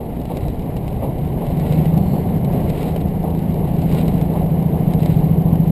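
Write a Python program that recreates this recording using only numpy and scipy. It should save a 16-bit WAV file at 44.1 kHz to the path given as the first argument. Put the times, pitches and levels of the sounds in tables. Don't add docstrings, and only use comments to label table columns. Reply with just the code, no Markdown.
import sys
import numpy as np
from scipy import signal
from scipy.fft import rfft, irfft, next_fast_len
from scipy.io import wavfile

SR = 44100
rng = np.random.default_rng(int(sys.argv[2]) if len(sys.argv) > 2 else 0)


def to_wav(sig):
    pcm = np.clip(np.atleast_2d(sig), -1, 1) * 32767
    pcm = np.round(pcm).astype(np.int16)
    wavfile.write(sys.argv[1], SR, pcm.T)


N = 251811
T = np.arange(N) / SR


def gain_of(db):
    return 10 ** (np.asarray(db) / 20)


def evened(x):
    return x / np.sqrt(np.mean(x ** 2) + 1e-20)


def curve(rows):
    time_s, value = np.transpose(rows)
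    return np.interp(T, time_s, value)


def coloured(x, spectrum):
    freq_hz, db = np.transpose(spectrum)
    bin_hz = abs(np.fft.fftfreq(4096, 1 / SR))
    log_gain = np.log(gain_of(np.interp(np.log(bin_hz + 1), np.log(freq_hz), db)))
    response = np.fft.ifft(np.exp(np.conj(signal.hilbert(log_gain)))).real
    return signal.oaconvolve(x, response[:len(bin_hz) // 2])[:len(x)]


def noise(spectrum):
    freq_hz, db = np.transpose(spectrum)
    size = next_fast_len(N, True)
    bin_hz = np.fft.rfftfreq(size, 1 / SR)
    shape = gain_of(np.interp(np.log(bin_hz + 1), np.log(freq_hz), db, right=-np.inf))
    return evened(irfft(rfft(rng.standard_normal(size)) * shape, size)[:N])


def wander(max_hz):
    t = T[::128]
    hz = np.geomspace(max_hz / 10, max_hz, 24)[:, None]
    phase_cycles = rng.random(hz.shape)
    drift = np.sin(2 * np.pi * (hz * t + phase_cycles)).sum(0)
    return np.interp(T, t, evened(drift))


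def add(mix, start_s, sound):
    part = mix[round(start_s * SR):][:len(sound)]
    part += sound[:len(part)]


# time_s, rate_hz
SPEED = [(0, 12.14), (1.0, 11.75), (1.4, 12.24), (1.65, 12.35), (1.9, 13.39), (2.1, 13.98), (2.4, 14.04),
         (2.7, 13.73), (3.8, 13.7), (5.71, 13.873)]
# time_s, pull_db
PULL = [(0, -42), (1.47, -34), (1.72, -13.5), (1.95, -13), (2.1, -22.5), (3.3, -21), (3.78, -17),
        (4.45, -18.5), (4.65, -15), (5.71, -14.5)]
# order (multiple of cycle rate), full_pull_rel_db, follows (dB per dB of pull)
ORDERS = [(5, -43.5, .8), (6, -11, 0.37), (7, -19.5, 0.88), (8, -17, 1.2), (9, -12.5, 1), (10, -9.5, 1.07),
          (11, -1.5, 0.84), (12, 1, 1.05), (13, -24.5, 0.52), (14, -5, 0.43), (15, -19, 0.71),
          (16, -26.5, .7), (18, -25, 0.63), (20, -23, 0.45), (24, -27, 0.75)]
BEATS = [(0, 1), (.35, .55)]
# time_s, lope (factor; 0 = even, sign = turn of the hardest beat)
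LOPE = [(0, 0.056), (2.4, -0.68), (2.7, 0.35), (4.45, 0.61), (4.65, 0.79), (5.71, 1.14)]
# time_s, level_db
ROAR = [(0, -33.5), (1.0, -26), (2.35, -18.5), (3.05, -30.5), (4.15, -21.5), (4.8, -29.5), (5.71, -24.5)]
# freq_hz, rel_db (per Hz)
BOOM = [(70, -25), (105, -14.5), (130, -5.5), (160, -6), (195, -10.5), (230, -15), (330, -31.5)]


def engine(waver=0.12, gating=0.16, full_pull_db=-15, hard_beat_s=5.0978):
    cycles = np.cumsum(curve(SPEED)) / SR
    cycles -= np.interp(hard_beat_s, T, cycles)
    pull_db, lope = curve(PULL), curve(LOPE)

    drone = np.zeros(N)
    for order, rel_db, follows in ORDERS:
        k = round(order)
        beat_sum = sum(strength * np.exp(-2j * np.pi * k * place) for place, strength in BEATS)
        phase_rad = np.angle(beat_sum)
        unlike_turns = lope if k % 2 else 1
        swell = gain_of(rel_db + full_pull_db + follows * (pull_db - full_pull_db))
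        unsteady = 1 + waver * wander(7.6)
        drone += swell * unlike_turns * unsteady * np.cos(2 * np.pi * k * cycles + phase_rad)
    drone /= np.sqrt(sum(gain_of(row[1]) ** 2 for row in ORDERS) / 2)

    puffs = sum(strength * np.exp(4 * (np.cos(2 * np.pi * (cycles - place)) - 1))
                for place, strength in BEATS)
    roar = noise(BOOM) * evened(1 - gating + 2 * gating * puffs)
    return drone + gain_of(curve(ROAR)) * roar


# time_s, rel_db
ROLLING = [(0, -30.5), (1.2, -28), (1.8, -26), (2.6, -25), (3.1, -28), (4.0, -26), (5.71, -27)]
# freq_hz, rel_db (per Hz)
RUMBLE = [(10, -19), (20, -7), (32, -1.5), (48, -2), (72, 1.5), (100, -2), (140, 0), (220, -19.5),
          (400, -47.5)]
# freq_hz, rel_db (per Hz)
WHEELS = [(90, -29), (170, -1), (250, 5.5), (310, 0.5), (440, 0), (540, -3.5), (670, -5), (730, -2.5),
          (830, -8.5), (1000, -15.5), (1150, -22), (1300, -41), (1700, -38), (3000, -63)]


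def wheels(rumble_db=-25.0, swell_db=0.9, roll_db=1, shake_db=2.0, flutter_db=1):
    rumble = gain_of(rumble_db + swell_db * wander(4.5)) * noise(RUMBLE)
    roll_level_db = curve(ROLLING) + roll_db + shake_db * shaking() + flutter_db * wander(25)
    return rumble + gain_of(roll_level_db) * noise(WHEELS)


# delay_s, rel_db
BOGIES = [(0, -21.5), (0.391, -26)]
JOINTS = [3, 3.5, -1.5, -.5, 1, -3.5]
# freq_hz, rel_db (per Hz)
KNOCK = [(60, -12), (250, 0), (450, 3.5), (800, 1), (1050, -8.5), (1400, -34.5), (3000, -29.5), (5500, -50)]


def joints(rail_s=1.11, second_joint_s=1.018, rise_s=0.0049, t60_s=0.34, level_db=0):
    envelope = np.zeros(N)
    for rail, joint_db in enumerate(JOINTS):
        for delay_s, bogie_db in BOGIES:
            start_s = second_joint_s + (rail - 1) * rail_s + delay_s
            age_s = np.maximum(T - start_s, 0)
            decay = gain_of(level_db + joint_db + bogie_db - 60 * age_s / t60_s)
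            envelope += decay * (1 - np.exp(-age_s / rise_s))
    return envelope * noise(KNOCK)


# peak_s, strength_db, fade_s (1/e, both sides)
SHAKES = [(0.389, -11, .15), (1.73, -2.5, .15), (2.809, 0, .11), (3.97, -2, .2), (5.07, -4, .14)]


def shaking():
    return sum(gain_of(db) * np.exp(-abs(T - peak_s) / fade_s) for peak_s, db, fade_s in SHAKES)


def small_ticks(count=34, level_db=-36.0, spread_db=2.5, at_rest=.25):
    chance = np.cumsum(at_rest + shaking())
    when, size = rng.random((count, 2)).T
    start_s = np.interp(when, chance / chance[-1], T)
    return list(zip(start_s, level_db + spread_db * (2 * size - 1)))


# start_s, level_db (before the part gains)
TICKS = [(0.2159, -33), (0.2542, -31), (0.3707, -24.5), (0.4828, -30), (0.5945, -36), (0.767, -28.5),
         (0.8799, -27.5), (1.4664, -28.5), (1.5983, -31), (1.724, -28.5), (1.856, -29.5), (1.978, -28.5),
         (2.4475, -29.5), (2.7008, -27), (2.83, -25), (2.9622, -25), (3.2316, -34), (3.819, -28),
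         (3.925, -26), (3.9484, -26.5), (4.0807, -25), (4.2133, -26.5), (4.9362, -26), (5.0325, -30),
         (5.06, -23.5), (5.5568, -34)]
# freq_hz, gain_db
SNAP = [(150, 2), (450, 17), (850, 17), (1300, -10), (1900, -3.5), (2400, -7.5), (3000, -11.5),
        (3800, -0.5), (4400, -11), (5000, -2), (6000, -13)]
# freq_hz, rel_db
FRAME = [(500, -11.5), (1300, -5.5), (1800, -4.5), (2250, 4), (2550, -2), (2950, 4), (3350, -4),
         (3900, -1.5), (4400, -7), (5000, -12.5), (6000, -19.5)]


def ticks(snap_db=17.0, ring_db=-9.0, ring_t60_s=0.037, bounce_s=0.0031, bounce=0.16,
          thud_db=2, thud_hz=640, thud_t60_s=.025):
    snaps, ring_envelope, t = np.zeros(N), np.zeros(N), T[:SR // 10]
    rows = list(TICKS) + small_ticks()
    variations = rng.uniform(0.63, 1.1, (len(rows), 2))
    for (start_s, db), (delay, size) in zip(rows, variations):
        add(snaps, start_s, [-gain_of(db)])
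        add(snaps, start_s + bounce_s * delay, [gain_of(db) * bounce * size])
        add(ring_envelope, start_s, gain_of(db - 60 * t / ring_t60_s))
    thud = gain_of(thud_db - 60 * t / thud_t60_s) * np.sin(2 * np.pi * thud_hz * t)
    thuds = signal.oaconvolve(snaps, thud)[:N]
    ringing = gain_of(ring_db) * ring_envelope * noise(FRAME)
    return gain_of(snap_db) * coloured(snaps, SNAP) + ringing + thuds


def chatter(contacts_per_s=700, clump_db=2.3, ring_t60_s=0.048, ring=0.1, rest_db=-57, shaken_db=-40.0):
    sizes = gain_of(3.5 * np.minimum(rng.exponential(1, N), 3))
    contacts = (rng.random(N) < contacts_per_s / SR) * sizes * rng.choice([-1, 1], N)
    t = T[:SR // 20]
    response = (t == 0) + ring * rng.standard_normal(len(t)) * gain_of(-60 * t / ring_t60_s)
    grains = coloured(signal.oaconvolve(contacts, response)[:N], FRAME)
    level = np.hypot(gain_of(rest_db), gain_of(shaken_db) * shaking())
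    return level * evened(grains * gain_of(clump_db * wander(40)))


def clinks(clinks_per_s=22, level_db=-47, spread_db=3, ring_hz=3850, detune=0.088, t60_s=0.0096):
    out, t = np.zeros(N), T[:SR // 20]
    for when, size, pitch in rng.random((round(clinks_per_s * T[-1]), 3)):
        envelope = gain_of(level_db - spread_db * np.log(size + .03) - 60 * t / t60_s)
        pitch_hz = ring_hz * (1 + detune * (pitch - .5))
        part = out[int(when * N):][:len(t)]
        part += (envelope * np.sin(2 * np.pi * pitch_hz * t))[:len(part)]
    return out


def squeak(peak_s=2.11, width_s=0.12, tone_db=-55, pitch_hz=4380, waver=.003, rub_db=-58):
    tone = np.sin(2 * np.pi * np.cumsum(pitch_hz * (1 + waver * wander(100))) / SR)
    rub = noise([(3300, -40), (4000, 4), (4500, -5), (5300, -14)])
    envelope = np.exp(-((T - peak_s) / width_s) ** 2)
    return envelope * (gain_of(tone_db) * tone + gain_of(rub_db) * rub)


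# freq_hz, rel_db (per Hz)
AIR = [(700, -16), (1200, 2.5), (1600, -0.5), (2150, 4.5), (2550, -2), (2950, 1), (3350, -6.5), (4000, -8),
       (5000, -12), (6000, -18)]


def air(rel_db=-23, shake_db=2.5, flutter_db=1.16):
    level_db = curve(ROLLING) + rel_db + shake_db * shaking() + flutter_db * wander(22)
    return gain_of(level_db) * noise(AIR)


def scene():
    engine_and_track = engine() + wheels() + joints()
    fittings = ticks() + chatter() + clinks() + squeak()
    return (engine_and_track + fittings + air())[None]


def record(dry, edge_hz=15500):
    eased = dry * signal.windows.tukey(N, .0015)
    slow = signal.resample_poly(eased, 40, 147, axis=1)
    steps = np.repeat(slow, 4, axis=1)
    held = signal.resample_poly(steps, 147, 160, axis=1)[:, :N]
    lowpass = signal.firwin(301, edge_hz, window=("kaiser", 9), fs=SR)
    return signal.oaconvolve(held, lowpass[None], "same")


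dry = scene()
out = record(dry)
to_wav(out)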